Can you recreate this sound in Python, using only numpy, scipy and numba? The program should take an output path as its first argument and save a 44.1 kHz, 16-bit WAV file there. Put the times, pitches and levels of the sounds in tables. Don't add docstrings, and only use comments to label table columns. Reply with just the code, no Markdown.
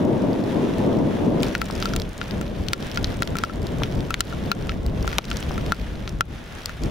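import sys
import numpy as np
from scipy import signal
from scipy.fft import rfft, irfft
from scipy.io import wavfile
from scipy.ndimage import uniform_filter1d
from numba import njit

SR = 44100
rng = np.random.default_rng(int(sys.argv[2]) if len(sys.argv) > 2 else 0)


def generate_wav(sig):
    pcm = np.round(np.clip(np.atleast_2d(sig).T, -1, 1) * 32767).astype(np.int16)
    wavfile.write(sys.argv[1], SR, pcm)


N = 304638
TIME = np.arange(N) / SR
HIT = 2048
HIT_TIME = np.arange(HIT) / SR

# [dB, relative]
CRACK_SPECTRUM = [(300, -57.5), (800, -2), (1400, 7), (2200, 8), (6000, 3), (8500, -20), (16000, -16)]
# [dB, relative]
SPRAY_SPECTRUM = [(3000, -22.5), (5500, -2), (7200, 4.5), (8800, -3.5), (10900, -2), (12500, -6.5),
                  (14000, -14), (16000, 0)]
# nominal frequency_hz [Hz], drive_db [dB, relative], nominal decay_t60_s [s]
PANE_MODES = [(1170, -10.5, 0.0067), (1371, 28.5, 0.038), (1510, 13.5, 0.033), (1660, 14.5, 0.016),
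              (2600, 1, 0.066), (3900, -2.5, 0.048)]


def pane_ring(port_lag_rad):
    ring = 0
    chances = rng.standard_normal((len(PANE_MODES), 4))
    for (mode_hz, drive_db, t60_s), (detune, size, lag, damping) in zip(PANE_MODES, chances):
        ring_hz = mode_hz * (1 + .02 * detune)
        port_phase = (.3 * lag - port_lag_rad / 2) * np.array([[1], [-1]])
        phase = 2 * np.pi * ring_hz * HIT_TIME + port_phase
        decay = np.exp(-np.log(1000) * HIT_TIME / t60_s * np.exp(.17 * damping))
        ring = ring + undb(drive_db + 2.5 * size) * decay * np.sin(phase)
    return ring


def drop(crack_db, ring_db, spray_db, crack_hz, splash_s):
    splash_db, rattle_db, rattle_s = -15, -32, 0.0068
    edge_db, edge_s = -12, 0.00062
    scatter, spray_s = 0.92, 0.0037
    chance = rng.standard_normal((3, HIT))
    splash = undb(splash_db) * np.exp(-HIT_TIME / splash_s) + undb(rattle_db) * np.exp(-HIT_TIME / rattle_s)
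    push = (HIT_TIME == 0) + splash * chance[0]
    edge_delay = int(edge_s * SR * rng.uniform(.5, 1.8))
    push = push - undb(edge_db) * np.roll(push, edge_delay)
    scattered = push + scatter * splash * chance[1:]
    crack = colour(resonate(scattered, crack_hz, 0.66 * crack_hz), CRACK_SPECTRUM)
    crack *= undb(crack_db) / np.abs(crack).max(axis=1).mean()
    ring = pane_ring(port_lag_rad=1.05)
    spray_source = np.array([push, splash * chance[1]]) * np.exp(-HIT_TIME / spray_s)
    spray = colour(diffuse(spray_source), SPRAY_SPECTRUM)
    return crack * pan(2) + strike(ring, ring_db) * pan(4) + strike(spray, spray_db)


# start_s [s], crack_peak_db [dB], ring_db [dB], spray_db [dB], crack_centre_hz [Hz]
HEAVY_DROPS = [(1.4316, -12.5, -37.5, -16.5, 3430), (1.5513, -8.5, -25.5, -24, 2230),
               (1.6163, -11, -24.5, -19, 2100), (1.8254, -11.5, -29, -27, 3900),
               (1.8562, -14.5, -25, -20, 4100), (1.936, -18, -31, -24.5, 4800),
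               (1.9627, -16.5, -36, -13.5, 3560), (2.2145, -16.5, -29.5, -47, 2600),
               (2.413, -26, -35, -23, 2030), (2.733, -5, -22, -13, 3900), (2.9736, -15, -23.5, -23, 3400),
               (3.044, -6.5, -47, -25, 3750), (3.2220, -10.5, -22, -15.5, 1930),
               (3.3547, -23, -28.5, -29, 1920), (3.369, -20, -44, -22, 2070),
               (3.386, -14.5, -32.5, -17, 5260), (3.4372, -13.5, -19, -21, 3650),
               (3.497, -32, -34, -48, 1900), (3.8347, -10, -32, -23, 3150), (4.106, -17.5, -26, -21, 1820),
               (4.142, -6, -32, -18, 2240), (4.2062, -8, -22.5, -6.5, 3920), (4.326, -30, -32.5, -36, 1830),
               (4.5162, -9.5, -19.5, -17, 3100), (4.694, -14, -31, -33.5, 2870),
               (5.077, -19, -25.5, -21, 3600), (5.1292, -20, -31.5, -30, 1800),
               (5.1838, -4.5, -24, -11.5, 3340), (5.3144, -12.5, -30, -26, 2900),
               (5.579, -24, -30.5, -28, 2230), (5.7212, -11, -17.5, -17, 3400),
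               (6.0767, -17.5, -37.5, -35, 3770), (6.2085, -9, -16, -14.5, 2820),
               (6.694, -24, -37, -32, 2260)]


def big_drops(crack_gain_db, ring_gain_db, spray_gain_db, splash_s, splatter):
    out = np.zeros((2, N))
    for start_s, crack_db, ring_db, spray_db, crack_hz in HEAVY_DROPS:
        length_s = splash_s * undb(splatter * min(spray_db - crack_db, 0))
        sound = drop(crack_db + crack_gain_db, ring_db + ring_gain_db, spray_db + spray_gain_db,
                     crack_hz, length_s)
        add(out, start_s, sound)
    return out


# [dB, relative]
FINE_SPRAY_SPECTRUM = [(3000, -45), (6000, 19), (8500, -10.5), (12500, 9), (14500, 6)]


def tick(db, hz, width=0.76, spray_db=-9):
    splash_s, splash_db = 0.0011, -12
    body_db, spray_db_per_octave = -9, 6
    chance = rng.standard_normal((3, HIT))
    splash = undb(splash_db) * np.exp(-HIT_TIME / splash_s)
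    push = (HIT_TIME == 0) + splash * (chance[0] + .5 * chance[1:])
    click = resonate(resonate(push, hz, width * hz), hz, width * hz)
    body = colour(push, CRACK_SPECTRUM)
    spray = colour(push, FINE_SPRAY_SPECTRUM)
    spray_level_db = db + spray_db + spray_db_per_octave * np.log2(hz / 4000)
    return strike(click, db) + strike(body, db + body_db) + strike(spray, spray_level_db)


# start_s [s], level_db [dB], click_hz [Hz]
LIGHT_DROPS = [(0.988, -44, 5000), (1.424, -36, 6500), (1.484, -37, 5560), (1.656, -40, 7000),
               (1.71, -33, 4900), (1.753, -35, 4930), (1.802, -32, 6500), (1.999, -29, 4300),
               (2.019, -30, 3940), (2.092, -42, 6200), (2.179, -36.5, 5760), (2.310, -34.5, 3350),
               (2.6849, -26, 3900), (2.826, -35, 3300), (2.915, -34.5, 3900), (2.959, -32, 4300),
               (3.231, -26, 3420), (3.275, -29.5, 3900), (3.449, -35, 4500), (3.669, -33, 4400),
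               (3.843, -41, 2600), (4.006, -36, 3260), (4.719, -33.5, 2180), (4.864, -34.5, 5100),
               (5.027, -34, 5440), (5.243, -31, 2880), (5.253, -31, 4540), (5.303, -33, 5240),
               (5.3697, -27.5, 4700), (5.403, -38, 7300), (5.427, -31, 2730), (5.663, -34, 3580),
               (6.093, -34, 5230), (6.551, -46, 8800), (6.6584, -22, 5100), (6.836, -31, 5160)]


def small_drops(gain_db, pan_spread_db):
    out = np.zeros((2, N))
    for start_s, level_db, click_hz in LIGHT_DROPS:
        add(out, start_s, tick(level_db + gain_db, click_hz) * pan(pan_spread_db * rng.standard_normal()))
    return out


# [dB, relative]
KNOCK_SPECTRUM = [(100, -68), (300, 28), (750, 31.5), (1300, 29.5), (2500, 7), (6000, -11)]
# start_s [s], peak_db [dB]
FAT_DROPS = [(1.439, -29), (1.701, -21.5), (3.82, -20), (5.046, -25.5), (5.188, -11), (5.509, -23),
             (6.209, -40)]


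def knocks(gain_db, pan_db):
    tap = colour(signal.unit_impulse((1, HIT)), KNOCK_SPECTRUM)
    tap /= np.abs(tap).max()
    out = np.zeros((2, N))
    for start_s, peak_db in FAT_DROPS:
        add(out, start_s, tap * undb(peak_db + gain_db) * pan(pan_db))
    return out


def droplets(hiss_db, start_s, sheltered, over_db, spread_db, range_db, spray_db, crowding, count):
    out = np.zeros((2, N))
    density = np.where(TIME > start_s, 1, sheltered) * undb(crowding * hiss_db)
    fallen = np.cumsum(density)
    times = np.interp(rng.random(count), fallen / fallen[-1], TIME)
    for when, (size, pitch, side) in zip(times, rng.random((count, 3))):
        size_db = min(-spread_db * np.log(size), range_db)
        level_db = np.interp(when, TIME, hiss_db) + over_db + size_db
        prick = tick(level_db, 2200 * 2 ** (1.5 * pitch), width=0.88, spray_db=spray_db)
        add(out, when, prick * pan(10 * (side - .5)))
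    return out


def wind(spectrum, db, pan_db, lag_s):
    left, right = colour(diffuse(rng.standard_normal((2, N))), spectrum)
    air = np.array([left, np.interp(TIME - lag_s, TIME, right)])
    return unit(air) * undb(db) * pan(pan_db)


# [dB, relative]
GUST_SPECTRUM = [(40, -41.5), (90, -5), (180, 0.5), (290, 2), (420, -4.5), (650, -7.5), (780, -16.5),
                 (950, -15), (1150, -24), (4000, -73)]
# [dB, before trim]
GUST_LEVEL_CURVE = [(0, -20.5), (0.1, -19.5), (0.39, -23), (0.51, -23), (0.58, -19), (0.7, -22),
                    (0.77, -27), (0.81, -21), (0.9, -20), (1.18, -23.5), (1.26, -19), (1.46, -24),
                    (1.6, -34.5), (1.75, -82)]


def gust(eddies):
    level_db = level_curve(GUST_LEVEL_CURVE) + 1.0 + 1.0 * eddies
    return wind(GUST_SPECTRUM, level_db, pan_db=2.0, lag_s=0.000086)


# [dB per Hz, relative]
BREEZE_SPECTRUM = [(50, -10), (100, -4), (190, -1.5), (280, -7), (400, -9.5), (660, -14), (780, -21),
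                   (1100, -24.5), (2000, -56.5)]
# [dB, before trim]
BREEZE_LEVEL_CURVE = [(0, -34.5), (1.68, -34), (1.9, -29.5), (2.14, -39), (2.37, -28.5), (2.75, -33.5),
                      (3.1, -29.5), (3.5, -32), (4.02, -27.5), (4.22, -35.5), (4.46, -26.5), (4.75, -32.5),
                      (5.68, -31), (5.85, -39.5), (6.1, -33.5), (6.4, -42.5), (6.79, -47.5), (6.819, -30.5)]


def breeze(eddies):
    level_db = level_curve(BREEZE_LEVEL_CURVE) + 1.5 + 1.83 * eddies
    return wind(BREEZE_SPECTRUM, level_db, pan_db=1.5, lag_s=0.00022)


# [dB per Hz, relative]
BUFFET_SPECTRUM = [(15, -12), (30, -4.5), (50, 3), (90, -3.5), (140, -8), (220, -14), (400, -28.5),
                   (900, -85.5)]
# [dB, before trim]
BUFFET_LEVEL_CURVE = [(0, -45), (1.3, -39), (1.75, -38), (1.98, -35), (2.22, -42), (2.68, -31), (2.8, -51),
                      (3.07, -30.5), (3.3, -38.5), (3.95, -32.5), (4.25, -37.5), (4.8, -31), (5.4, -33),
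                      (5.8, -35.5), (6.14, -30.5), (6.52, -41.5), (6.91, -33.5)]


def buffets(eddies):
    level_db = level_curve(BUFFET_LEVEL_CURVE) + 3.5 + 2.14 * eddies
    return wind(BUFFET_SPECTRUM, level_db, pan_db=1.2, lag_s=0)


def impacts(rate, spread_db, range_db):
    falls = rng.random(N) < rate / SR
    size_db = np.minimum(spread_db * rng.exponential(size=N), range_db)
    return falls * undb(size_db) * rng.choice([-1, 1], N)


# [dB per Hz, relative]
HISS_SPECTRUM = [(200, 6), (600, 7.5), (1050, 2.5), (1380, 5), (1700, 4.5), (2400, 1), (3500, 0),
                 (4500, -8.5), (6000, -9.5), (7500, -16), (8800, -19), (10800, -16), (13000, -27),
                 (16000, -23)]
# [dB, before trim]
RAIN_LEVEL_CURVE = [(0, -46), (0.42, -48), (0.52, -43.5), (0.92, -44.5), (1.008, -49.5), (1.15, -44),
                    (1.32, -47.5), (1.45, -42), (1.658, -46.5), (1.85, -42), (2.08, -50), (2.301, -46.5),
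                    (2.5, -49.5), (2.949, -43.5), (3.569, -49.5), (3.829, -46.5), (4.68, -47), (4.9, -53),
                    (5.05, -44), (5.661, -45), (6.17, -53), (6.55, -46.5), (6.91, -46.5)]


def rain(db, grain_db, flicker_db):
    near = np.array([impacts(rate=800, spread_db=2.5, range_db=8.0) for _ in range(2)])
    wash = rng.standard_normal((2, N)) + undb(grain_db) * unit(near)
    hiss = unit(colour(diffuse(wash), HISS_SPECTRUM))
    return hiss * undb(db + flicker_db * walk(24.83))


def undb(db):
    return 10 ** (np.asarray(db) / 20)


def unit(x):
    return x / np.sqrt(np.mean(x ** 2))


def pan(db):
    return undb(np.array([[db], [-db]]) / 2)


def level_curve(points):
    return np.interp(TIME, *np.transpose(points))


def over_hz(points, size):
    hz, value = np.transpose(points)
    return np.interp(np.log(np.fft.rfftfreq(size, 1 / SR) + 1), np.log(hz), value)


def colour(x, points):
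    cepstrum = irfft(np.log(undb(over_hz(points, 4 * HIT))))
    cepstrum[1:] *= 2
    cepstrum[2 * HIT:] = 0
    response = irfft(np.exp(rfft(cepstrum)))
    return signal.fftconvolve(x, response[None], axes=1)[:, :x.shape[1]]


def resonate(x, hz, width_hz):
    hz = min(hz, SR / 3)
    width_hz = min(width_hz, SR / 4)
    b, a = signal.iirpeak(hz, hz / width_hz, fs=SR)
    return signal.lfilter(b, a, x)


def walk(rate):
    hold = int(SR / rate)
    held = rng.standard_normal(HIT)[np.arange(N) // hold]
    return unit(uniform_filter1d(uniform_filter1d(held, hold), hold))


# frequency_hz [Hz], correlation [0 to 1]
PORT_LIKENESS = [(30, 0.98), (120, 0.92), (250, 0.66), (500, 0.53), (2000, 0.39), (6000, 0.52),
                 (8500, 0.027), (12000, 0.93)]


def diffuse(pair):
    size = pair.shape[1]
    alike = np.clip(over_hz(PORT_LIKENESS, size), 0, 1)
    mid, side = irfft(rfft(pair) * np.sqrt([1 + alike, 1 - alike]), size)
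    return np.array([mid + side, mid - side])


def strike(x, db):
    return x * undb(db) / np.sqrt(np.sum(x ** 2) / (2 * .005 * SR))


def add(out, start_s, sound):
    start = int(np.clip(start_s * SR, 0, N - 1))
    out[:, start:start + HIT] += sound[:, :N - start]


def scene():
    hiss_db = level_curve(RAIN_LEVEL_CURVE)
    eddies = walk(24)
    heavy = big_drops(crack_gain_db=1.0, ring_gain_db=3.5, spray_gain_db=-12.5, splash_s=0.0022, splatter=0.87)
    light = small_drops(gain_db=-3.0, pan_spread_db=4.5)
    dull = knocks(gain_db=2, pan_db=12.0)
    patter = droplets(hiss_db, start_s=1.4, sheltered=.25, over_db=-8.5, spread_db=5.0, range_db=10.5,
                      spray_db=-6, crowding=1.3, count=480)
    air = gust(eddies) + breeze(eddies) + buffets(eddies)
    lawn = rain(hiss_db + 6.5, grain_db=0.0, flicker_db=1.0)
    return heavy + light + dull + patter + air + lawn


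@njit
def follow(x, attack, release):
    out, e = np.empty(len(x)), 0.
    for i in range(len(x)):
        e += (x[i] - e) * (attack if x[i] > e else release)
        out[i] = e
    return out


def gain_control(x, threshold_db, slope, attack_s, release_s, lag_s, deaf_below_hz):
    high_pass = signal.butter(2, deaf_below_hz, "high", fs=SR, output="sos")
    loudest = np.abs(signal.sosfilt(high_pass, x)).max(axis=0)
    envelope = follow(loudest, 1 / (1 + attack_s * SR), 1 / (1 + release_s * SR))
    gain = np.maximum(envelope / undb(threshold_db), 1) ** -slope
    pole = np.exp(-1 / (lag_s * SR))
    reduction = signal.lfilter([1 - pole], [1, -pole], 1 - gain)
    return x * (1 - reduction)


def record(dry):
    held = gain_control(dry, threshold_db=-9, slope=1.67, attack_s=0.00006, release_s=0.12,
                        lag_s=0.0073, deaf_below_hz=216)
    clipped = np.clip(held, -.85, .85)
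    top_cut = signal.ellip(8, .2, 70, 15600, fs=SR, output="sos")
    return signal.sosfilt(top_cut, clipped)


dry = scene()
out = record(dry)
generate_wav(out)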